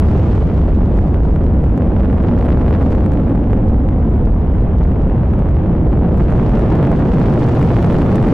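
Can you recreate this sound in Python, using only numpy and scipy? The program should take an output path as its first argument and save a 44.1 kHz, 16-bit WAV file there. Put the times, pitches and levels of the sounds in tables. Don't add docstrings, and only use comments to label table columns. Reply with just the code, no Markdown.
import sys
import numpy as np
from scipy import signal
from scipy.fft import rfft, irfft, next_fast_len
from scipy.io import wavfile
from scipy.ndimage import uniform_filter1d

SR = 44100
rng = np.random.default_rng(int(sys.argv[2]) if len(sys.argv) > 2 else 0)


def makeup_ratio(level_db):
    decades = np.asarray(level_db, float) / 20
    return 10 ** decades


def wav_record(signal):
    frames = np.transpose(np.atleast_2d(signal))
    bounded = np.clip(frames, -1, 1)
    quanta = np.round(bounded * 32767).astype(np.int16)
    wavfile.write(sys.argv[1], SR, quanta)


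N = 367353

EDDY_CENTRES = (40, 100, 260, 1000)
# [level/dB, share of bareness swing, share of trench swing, share of column swing,
# gain once clear of the cloud/dB]
EDDY_LEVELS = [
    (-15, 0.01, 1, 0.0044, 0),
    (-18, 0.01, -0.45, -0.66, -2),
    (-17, 0.12, 0.16, 0.97, 0.5),
    (-28.5, 0.23, 0.021, -0.18, 4.5),
]
# [f/Hz, level per Hz/dB]
JET_SPECTRUM = [(12, -11.5), (28, -7.5), (50, 2.5), (100, 4), (200, -2.5), (400, -14.5), (800, -25),
                (1600, -39), (3200, -51), (6400, -85.5), (11000, -87), (16000, -88)]
# [f/Hz, likeness 0-1]
STEREO_LIKENESS = [(30, 1), (125, 0.98), (250, 0.98), (500, 0.85), (1000, 0.88), (2000, 0.4), (5000, 0),
                   (12000, 0.5)]
# [t/s, level/dB]
BARENESS = [(0, -42.5), (.3, -44.5), (.85, -53.5), (1.6, -59.5), (2.0, -48.5), (2.45, -45), (2.85, -43),
            (3.2, -56), (3.8, -58.5), (4.5, -59), (5.3, -50), (5.9, -53.5), (6.3, -44.5), (6.6, -47.5),
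            (7.3, -46.5), (7.9, -43.5), (8.1, -44), (8.33, -46.5)]
# [t/s, level/dB]
TRENCH_RUMBLE = [(0, -5.5), (.5, 2), (2, 1), (3, -2.5), (4.2, 1.5), (5.3, 1), (6.4, 1), (7.2, -2),
                 (7.8, -16), (8.33, -6.5)]
# [t/s, level/dB]
FLAME_COLUMN = [(0.0, -23.5), (0.44, -23), (1.04, -20.5), (1.18, -19.5), (1.62, -20), (2.04, -18.5),
                (2.81, -19.5), (2.99, -17), (4.73, -23), (4.92, -21), (5.5, -24), (5.91, -17.5),
                (6.49, -19.5), (7.21, -17), (8.1, -18.5), (8.33, -15)]
# [t/s, f/Hz, level/dB]
BOOM_GLIDE = [(0, 74.85, -14), (.6, 70.24, -19.5), (1.3, 79.78, -15), (1.7, 95, -19), (2.4, 60, -30),
              (3.3, 99.75, -19), (4.3, 95.2, -22.5), (5.201, 39.95, -25), (5.8, 65.05, -22),
              (6.6, 110.4, -23), (7.302, 164.8, -22), (7.8, 175.3, -19.5), (8.33, 175.3, -20)]
# [t/s, f/Hz, level/dB]
HOWL_GLIDE = [(0, 330, -36), (1.8, 330, -32), (2.4, 260.1, -27), (3.0, 300, -24), (3.6, 240, -27.5),
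              (4.5, 199.3, -35.5), (6.0, 190.4, -27.5), (7.0, 250.3, -29), (8.33, 200.2, -28)]
# [t/s, peak
# level of bright edge/dB, left minus right/dB, body over edge/dB]
HARD_FRONTS = [(0.944, -50, 4.5, 0.5), (0.9872, -44.5, -0.5, 5), (1.1428, -42, 2, 2), (1.36, -45, -4, 2),
               (1.639, -45.5, -3, 1.5), (1.6733, -52, 3.5, 5), (1.7762, -38, 1, 6.5), (1.8926, -46, 0, 0.5),
               (2.0458, -47, 3, 4.5), (2.1281, -47, 1, 7), (2.1791, -52, 3.5, 2), (2.2302, -46, -2, 11),
               (2.3366, -50, 0, 2.5), (2.3881, -44, 0.5, 4.5), (2.4251, -45, -1.5, 10.5),
               (2.4565, -40, 2.5, 8), (2.486, -44.5, -0.5, 4), (2.5031, -45.5, 1.5, 7), (2.627, -49, 1, 7),
               (2.6624, -51.5, 1.5, 12.5), (2.6808, -47.5, 0, 5), (2.7068, -45.5, 4.5, 6.5),
               (2.7509, -43.5, 2, 7), (2.8265, -43, -1, 4), (2.9065, -45.5, -2, -3.5),
               (2.9296, -44.5, -1.0, 5), (2.9491, -44, -3.5, 6.5), (3.0062, -44, -2.5, 8),
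               (3.061, -39, 1, 4), (3.1191, -38.5, -4, 6.5), (3.1351, -40, -2, -1), (3.204, -50.5, 3, 3),
               (3.28, -52.5, -2, 6), (3.294, -45.5, -0.5, 0), (3.3559, -46.5, -4, -1),
               (3.4403, -51.5, -2.5, 6.5), (3.506, -47.5, 1, 4.5), (3.5313, -43, -3, 5),
               (3.5707, -50, 3, 8.5), (3.6687, -50, -3, 4), (3.8871, -45, -3, 0.5), (4.3472, -49.5, -2, 1),
               (4.5516, -51, 2, -1), (4.581, -51.5, -2.5, 2.5), (4.69, -53, 0.5, 3), (5.1797, -51.5, -1, 3),
               (5.3354, -48, -2, 7.5), (5.391, -46, -1.5, -1),
               (5.9289, -51, 0.5, 8.5), (6.1425, -53.5, -4, 7), (6.174, -40.5, 1.5, 2),
                    (6.2018, -45.5, -2, 11), (6.3058, -50.5, -1, 8), (6.3229, -40, -3, 6),
                    (6.3631, -44, -3, 7), (6.4288, -46.5, -2, 9), (6.493, -42, -2, 8.5),
                    (6.5716, -45, 2, 15), (6.5934, -38.5, -4, 6.5), (6.7244, -42, 2, 9),
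                    (6.7545, -41, -3, 5), (6.8153, -55, -0.5, 9.5), (6.8277, -38, -2.5, 2.5),
                    (6.8498, -44, -3, 8.5), (6.87, -40.5, -1, 8.5), (6.917, -37.5, -1.5, 4),
                    (7.1378, -41.5, -0.5, 5.5), (7.1998, -43.5, 0.5, 5), (7.3375, -43, 2, 3),
                    (7.4148, -47.5, 0.5, 5.5), (7.4292, -48, -2, 5.5), (7.466, -41, -3, -0.5),
                    (7.4853, -41.5, 4.5, 0), (7.551, -40, 7, -5.5), (7.5928, -36.5, 2, -2),
                    (7.614, -42.5, 5.5, 7.5), (7.6272, -34.5, 2.0, 0), (7.6575, -41, -0.5, -1),
                    (7.7159, -44, 2.5, 9), (7.7657, -40, 3.5, 6), (7.786, -39, -1, 0.5),
                    (7.826, -34, 1, 0.5), (7.843, -40, 1, 4), (7.8614, -35, 1.5, -1),
                    (7.9082, -43.5, 0.5, 5), (7.9252, -37.5, 1.5, 6.5), (7.9431, -38, 3.5, 7),
                    (7.9852, -35.5, 3.5, 7.5), (8.02, -38, -1.5, 8), (8.061, -40, 1, 6.5),
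                    (8.0999, -42, -2.5, 6), (8.1274, -43, -2, 8), (8.1578, -27.5, -4, 2),
                    (8.2144, -45.5, 0.5, 7), (8.2268, -37, 3.5, 4.5), (8.247, -42.5, -0.5, 6.5),
                    (8.268, -43.5, -4, 2.5), (8.2853, -40, -0.5, 5.5)]
# [t/s, peak level of the top/dB, body over top/dB]
THIN_TICKS = [(0.5263, -54, 7.5), (0.6033, -60.5, 13.5), (0.7238, -54.5, 9.5), (0.7579, -55, 8),
              (0.7977, -62.5, 13.5), (0.8243, -59, 11), (0.867, -62, 11), (0.8878, -55, 7.5),
              (0.9433, -60, 11), (0.9676, -57.5, 13.5), (0.9872, -53.5, 10), (1.0677, -60, 13),
              (1.1074, -58, 13), (1.1419, -52, 10), (1.1973, -57.5, 10.5), (1.2203, -60, 12),
              (1.2327, -57, 9.5), (1.3487, -56, 11.5), (1.3609, -50.5, 6), (1.3838, -58, 7),
              (1.4137, -56, 11), (1.4472, -59, 10), (1.6094, -54.5, 6.5), (1.6392, -53, 7),
              (1.6737, -56, 11), (1.7207, -54, 7), (1.762, -56.5, 13.5), (1.7759, -50.5, 9),
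              (1.8277, -58, 15), (1.8564, -60, 13), (1.8697, -58.5, 10.5), (1.8927, -51, 8),
              (1.953, -55.5, 12.5), (2.0757, -55, 11.5), (2.098, -54, 10), (2.1276, -55, 13),
              (2.1795, -56.5, 13), (2.2219, -51.5, 13.5), (2.2733, -56, 13), (2.3008, -55, 12),
              (2.3176, -53, 9.5), (2.3656, -54, 16), (2.3875, -52, 14), (2.411, -54.5, 16.5),
              (2.3879, -51.5, 14), (2.4108, -56, 15), (2.4455, -57, 18), (2.4567, -47.5, 9),
             (2.4857, -54, 14), (2.5031, -54, 14), (2.5216, -53.5, 11), (2.554, -56.5, 14),
             (2.6094, -58, 16), (2.6268, -51.5, 12), (2.6385, -54, 14), (2.6627, -50.5, 13),
             (2.6802, -54, 16), (2.7076, -52.5, 14), (2.751, -48.5, 9), (2.7938, -52.5, 12),
             (2.8259, -54.5, 15), (2.8498, -54.5, 10), (2.8728, -59, 13), (2.8937, -50.5, 10),
             (2.9062, -51, 10), (2.9291, -52.5, 14), (2.9497, -54, 13), (2.9744, -58.5, 16),
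             (3.007, -55.5, 15), (3.0322, -54, 12), (3.0613, -49, 8), (3.0921, -54.5, 8),
             (3.1187, -49.5, 5), (3.1357, -47, 3), (3.1553, -56, 12), (3.1804, -58.5, 11), (3.204, -57, 6),
             (3.2399, -58, 12), (3.2618, -55, 8), (3.2798, -59.5, 14), (3.2953, -57, 14), (3.3567, -56, 11),
             (3.3951, -66, 16), (3.412, -57.5, 10), (3.441, -58.5, 13), (3.4509, -60, 14),
             (3.5053, -57.5, 11), (3.5323, -56, 11), (3.5707, -63, 18), (3.5851, -57, 5),
             (3.6046, -60.5, 11), (3.6208, -54, 7), (3.637, -54.5, 8), (3.6684, -52.5, 5),
             (3.7594, -60.5, 11), (3.7971, -63, 18), (3.8157, -54, 9), (3.8485, -56.5, 12),
             (3.8864, -51, 7),
              (3.8864, -51, 7), (3.935, -60, 11), (3.9751, -59.5, 8), (4.0514, -65, 13), (4.0663, -62, 14),
               (4.0964, -57, 8.3), (4.1248, -54.5, 2), (4.1609, -54.5, 4), (4.2, -57.5, 8),
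               (4.248, -61, 11), (4.284, -60.5, 10), (4.3184, -57.5, 5), (4.3463, -55, 5), (4.3837, -59, 9),
               (4.4426, -59.5, 11), (4.4596, -55.5, 6), (4.5035, -60, 6), (4.5381, -60, 13),
               (4.5514, -58, 12), (4.5808, -54.5, 7), (4.6905, -61, 10), (4.7297, -57, 10),
               (4.7545, -59, 11), (4.7848, -60, 11), (4.8498, -59, 12), (4.8721, -53.5, 3),
               (4.8891, -59, 12), (4.931, -56.5, 6), (5.0293, -62.5, 11), (5.1216, -57.5, 10),
               (5.1789, -59.5, 13), (5.2496, -62, 14), (5.2912, -59.5, 11), (5.3366, -52.5, 12),
               (5.3915, -52.5, 4), (5.4121, -59, 11), (5.4548, -58.5, 12), (5.5151, -61.5, 14),
               (5.598, -63.5, 11), (5.6104, -58, 7), (5.6444, -61, 11), (5.6977, -62.5, 16),
               (5.7246, -61, 11), (5.8018, -60.5, 15), (5.8525, -58.5, 14), (5.8974, -60.5, 12),
               (5.9167, -65, 22), (5.9292, -55.5, 11), (6.042, -61, 13), (6.0599, -58.5, 17),
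               (6.1038, -58.5, 11), (6.1193, -57, 12), (6.1422, -53, 14), (6.1742, -45, 7),
               (6.2021, -53.5, 13), (6.3074, -54, 14),
              (6.3073, -54, 10), (6.3236, -51, 14), (6.3627, -52, 13), (6.4315, -52, 14),
               (6.4633, -51, 14), (6.5245, -54, 16), (6.5548, -54, 17), (6.5932, -46.5, 12),
               (6.6764, -57.5, 16), (6.6997, -57, 19), (6.7558, -47, 10), (6.8305, -47.5, 11),
               (6.8685, -48.5, 12), (6.9169, -48, 13), (6.9383, -52, 11), (7.003, -53, 12),
               (7.1025, -53.5, 13), (7.1379, -50.5, 10), (7.1481, -50, 9), (7.1647, -51.5, 13),
               (7.1988, -48.5, 9), (7.2302, -49, 11), (7.2569, -50, 7), (7.276, -49, 12.5),
               (7.3365, -43, 5), (7.4168, -59, 18), (7.4273, -50, 13), (7.4836, -48.5, 7), (7.531, -55, 12),
               (7.5523, -43.5, 0), (7.5937, -43.5, 6), (7.6193, -43.5, 8), (7.6578, -48, 12),
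               (7.7153, -50, 13), (7.7664, -47, 13), (7.7845, -46.5, 5), (7.8249, -41.5, 4),
               (7.8446, -43.5, 4), (7.9082, -48, 10), (7.9261, -44.5, 13), (7.9445, -42.5, 12),
               (7.97, -50, 15), (7.983, -43.5, 12), (8.0179, -46, 11), (8.0618, -45.5, 8),
               (8.0788, -53, 12), (8.0997, -48, 9.5), (8.1268, -45.5, 8), (8.1579, -40.5, 2),
               (8.2155, -45.5, 9), (8.2703, -43.5, 5)]
# [t/s, level/dB]
MIXING_VIGOUR = [(0.03, -58), (0.26, -56.5), (0.49, -59), (0.79, -61.5), (1.69, -66.5), (2.13, -65.5),
                 (2.9, -59.5), (3.29, -69.5), (3.61, -75), (4.47, -74.5), (5.02, -70.5), (5.46, -71),
                 (5.83, -70), (6.5, -57), (6.83, -58.5), (7.52, -54), (7.82, -54.5), (8.33, -55.5)]
# [t/s, strength 0-1, lag/ms]
MARSH_ECHO = [(0, 0, 4), (1.3, .3, 4), (2, .2, 3.6), (2.6, 0.3, 3.5), (3.3, 0.3, 3.6), (4, 0.3, 3.7),
              (4.7, .1, 4.5), (5.5, .1, 5.5), (6.5, .1, 6.5), (7.5, 0.22, 8), (8.33, 0, 9.7)]

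FRONT_DB, FRONT_FOLLOWS = -44, 0.97
DELUGE_DB = 12
PAN_DB = 4.5
SNAP_GAP = 200
SKEW_SAMPLES = 1.5
CRACKLE_OWN = 1.1


def exhaust():
    size = next_fast_len(N)
    hz = np.maximum(np.arange(size // 2 + 1) * SR / size, 1)
    mid, side = rfft(rng.standard_normal((2, size)))
    alike = np.clip(at_hz(STEREO_LIKENESS, hz), 0, 1)
    pair = np.sqrt(1 + alike) * mid + np.sqrt(1 - alike) * side * [[1], [-1]]
    pair = pair * makeup_ratio(at_hz(JET_SPECTRUM, hz)) * (hz > 8)
    bare_db, trench_db, column_db = swing_db(BARENESS), swing_db(TRENCH_RUMBLE), swing_db(FLAME_COLUMN)
    clear = clear_of_cloud()
    gust = drift(68.0)
    gust_depth_db = (0.1, 0.3, 0.5, 1.0)
    out = 0
    for k, (db, bare, trench, column, clear_db) in enumerate(EDDY_LEVELS):
        level_db = db + bare * bare_db + trench * trench_db + column * column_db + clear_db * clear
        share = np.sqrt(at_hz(list(zip(EDDY_CENTRES, np.eye(4)[k])), hz))
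        eddies = rms_one(irfft(pair * share, size)[:, :N])
        out = out + eddies * makeup_ratio(level_db + gust_depth_db[k] * gust)
    return out


def steepen(wave):
    lead = 0.1 * SR / 1000
    return np.array([np.interp(np.arange(N) + lead * w, np.arange(N), w) for w in wave])


def boom(rows, width_hz):
    s, hz, db = np.transpose(rows)
    time = np.arange(N) / SR
    phase = 2 * np.pi * np.cumsum(np.interp(time, s, hz)) / SR
    wander = drift(width_hz) * np.cos(phase) + drift(width_hz) * np.sin(phase)
    return makeup_ratio(np.interp(time, s, db)) * wander


def shocks():
    late_s, hold_s = 0.00119, 0.0054
    s, peak_db, pan_db = np.transpose(np.vstack([hardest()[:, :3], lesser_fronts()]))
    jump_db = np.minimum(0.71 * (peak_db + 16.5), -14)
    starts = np.zeros((2, N))
    starts[:, ((s + late_s) * SR).astype(int)] = makeup_ratio(jump_db + 0.1 * pan_db * [[1], [-1]])
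    fall = np.exp(-1 / (hold_s * SR))
    after = signal.lfilter([1], [1, -fall], starts + 1e-18)
    before = signal.lfilter([0, 1], [1, -fall], starts[:, ::-1] + 1e-18)[:, ::-1]
    return lowpass(after - before, 1550)


def hardest():
    s, edge_db, pan_db, body_db = np.transpose(np.array(HARD_FRONTS))
    return np.transpose([s, edge_db + body_db + 1.5, pan_db, -19.5 - body_db])


def lesser_fronts():
    per_s = 45
    bare_db = swing_db(BARENESS)
    odds = per_s * makeup_ratio(0.6 * bare_db[:N - 200]) / SR
    at = np.flatnonzero(rng.random(N)[:N - 200] < odds)
    chance = rng.standard_normal((N, 2))[at]
    peak_db = FRONT_DB + FRONT_FOLLOWS * bare_db[at] - DELUGE_DB * deluge()[at] + 0.8 * chance[:, 0]
    return np.transpose([at / SR, peak_db, PAN_DB * chance[:, 1]])


def crackles(wave):
    s, peak_db, pan_db, edge_db = np.transpose(np.vstack([hardest(), steep_rises(wave)]))
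    noise = rng.standard_normal(N) + CRACKLE_OWN * rng.standard_normal((2, N))
    skew = rng.standard_normal(N)
    at = (s * SR).astype(int)
    at = np.clip([at, at + np.round(SKEW_SAMPLES * skew[at]).astype(int)], 0, N - 1)
    body = (1, peak_db - 11.0, [1800, 6500], 0.0047)
    edge = (-1, peak_db + edge_db + 13.5, [4500, 11000], 0.012)
    out = 0
    for sign, level_db, band_hz, t60_s in (body, edge):
        starts = np.zeros((2, N))
        starts[[[0], [1]], at] = makeup_ratio(level_db + pan_db * [[.5], [-.5]])
        burst = 0.66 * die_away(starts, t60_s) * noise + 1.9 * starts
        out = out + sign * bandpass(burst, band_hz)
    return out


def steep_rises(wave):
    slope = np.gradient(uniform_filter1d(wave.mean(0), size=9))
    slope = slope / slope.std()
    at = signal.find_peaks(slope, height=2, distance=SNAP_GAP)[0]
    at = at[np.abs(at[:, None] - hardest()[:, 0] * SR).min(1) > SNAP_GAP]
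    chance = rng.standard_normal((N, 2))[at]
    steepness_db = 20 * np.log10(np.minimum(slope[at] / 2, 2.5))
    peak_db = -48.5 + FRONT_FOLLOWS * swing_db(BARENESS)[at] + 0.4 * steepness_db
    peak_db = peak_db - DELUGE_DB * deluge()[at]
    edge_db = -49 + 0.2 * at / SR + 4.0 * drift(5.0)[at] + 2.0 * chance[:, 1]
    return np.transpose([at / SR, peak_db, PAN_DB * chance[:, 0], edge_db])


def ticks():
    s, top_db, body_db = np.transpose(np.array(THIN_TICKS))
    alone = np.abs(s[:, None] - hardest()[:, 0]).min(1) > SNAP_GAP / SR
    pan_db = 4.0 * rng.standard_normal(len(s)) * [[.5], [-.5]]
    noise = rng.standard_normal(N) + CRACKLE_OWN * rng.standard_normal((2, N))
    skew = 2 * SKEW_SAMPLES * rng.standard_normal(len(s)) * [[0], [1]]
    at = (s * SR + skew).astype(int)
    top = (makeup_ratio(top_db), [5000, 14500], 0.014)
    body = (makeup_ratio(top_db + body_db + 4.5) * alone, [1000, 5000], 0.005)
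    out = 0
    for gain, band_hz, t60_s in (top, body):
        starts = np.zeros((2, N))
        starts[[[0], [1]], at] = gain * makeup_ratio(pan_db)
        out = out + bandpass(starts + 0.45 * die_away(starts, t60_s) * noise, band_hz)
    return out


def mixing_hiss():
    noise = rng.standard_normal(N) + 1.1 * rng.standard_normal((2, N))
    hiss = bandpass(noise, [1800, 3600], order=1)
    hiss = lowpass(hiss, 7000)
    steadiness = 1 - 0.66 * deluge() - 0.45 * clear_of_cloud()
    spits = makeup_ratio((3.5 * drift(160) + 2.0 * drift(18.0)) * steadiness)
    return rms_one(hiss * spits) * makeup_ratio(-60.5 + 1.61 * swing_db(MIXING_VIGOUR))


def with_ground(wave):
    s, strength, lag_ms = np.transpose(MARSH_ECHO)
    time = np.arange(N) / SR
    dull = lowpass(wave, 825, order=1)
    late = np.arange(N) - np.interp(time, s, lag_ms) * SR / 1000
    echo = np.array([np.interp(late, np.arange(N), d) for d in dull])
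    return wave + np.interp(time, s, strength) * echo


def overload(bent):
    ceiling, hardness, corner_hz, closing_s = 0.395, 12, 4530, 0.002
    flat = bent / (1 + np.abs(bent / ceiling) ** hardness) ** (1 / hardness)
    r = np.exp(-2 * np.pi * corner_hz / SR)
    flat = signal.lfilter([1 - r], [1, -r], flat, zi=r * flat[:, :1])[0]
    flat = flat * np.minimum((N - 1 - np.arange(N)) / (closing_s * SR), 1)
    open_stage = 1 - 0.7 * uniform_filter1d(1. * (np.abs(bent) > ceiling), size=15)
    return flat, open_stage


def capsule_fizz(bent):
    fizz = makeup_ratio(-29.5) * np.clip(bent - 0.86, 0, .4) * rng.standard_normal((2, N))
    return lowpass(fizz, 4440)


def ripple():
    noise = rng.standard_normal((2, N))
    return makeup_ratio(-44.5) * rms_one(bandpass(noise + noise[:1], [253, 1100]))


def background_hiss():
    level_db = -75.5 + 0.3 * swing_db(MIXING_VIGOUR) + 3.5 * drift(40.0)
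    return makeup_ratio(level_db) * rng.standard_normal((2, N))


def deluge():
    return np.exp(-(np.arange(N) / SR / 0.55) ** 2)


def clear_of_cloud():
    return .5 + .5 * np.tanh((np.arange(N) / SR - 6.4) / 0.18)


def swing_db(rows):
    level = np.interp(np.arange(N) / SR, *np.transpose(rows))
    return level - level.mean()


def drift(rate):
    r = np.exp(-2 * np.pi * rate / SR)
    slow = signal.lfilter([1], [1, -2 * r, r * r], rng.standard_normal(N + SR))[SR:]
    return rms_one(slow - slow.mean())


def die_away(starts, t60_s):
    return signal.lfilter([1], [1, -makeup_ratio(-60 / (t60_s * SR))], starts + 1e-18)


def bandpass(x, band_hz, order=2):
    return signal.sosfilt(signal.butter(order, band_hz, "band", fs=SR, output="sos"), x)


def lowpass(x, hz, order=2):
    return signal.sosfilt(signal.butter(order, hz, fs=SR, output="sos"), x)


def at_hz(points, hz):
    return np.interp(np.log(hz), np.log(np.array(points)[:, 0]), np.array(points)[:, 1])


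def rms_one(x):
    return x / np.sqrt(np.mean(x ** 2) + 1e-20)


def scene():
    roar = with_ground(steepen(makeup_ratio(-1) * exhaust()))
    roar = roar + shocks() + boom(BOOM_GLIDE, 14.0) + boom(HOWL_GLIDE, 30.0)
    roar = roar + 1.5 * np.exp(-np.arange(N) / (0.0015 * SR))
    return roar * makeup_ratio([[0], [0.7]])


def band_limit(x):
    return signal.sosfilt(signal.butter(12, 15900, fs=SR, output="sos"), x)


def record(dry):
    bent = dry + 0.3 * dry ** 2
    bent = signal.sosfilt(signal.butter(1, 6.0, "high", fs=SR, output="sos"), bent - bent.mean())
    flat, open_stage = overload(bent)
    hiss = open_stage * (mixing_hiss() + background_hiss())
    treble = capsule_fizz(bent) + crackles(dry) + ticks() + hiss
    return band_limit(flat + ripple() + treble)


dry = scene()
out = record(dry)
wav_record(out)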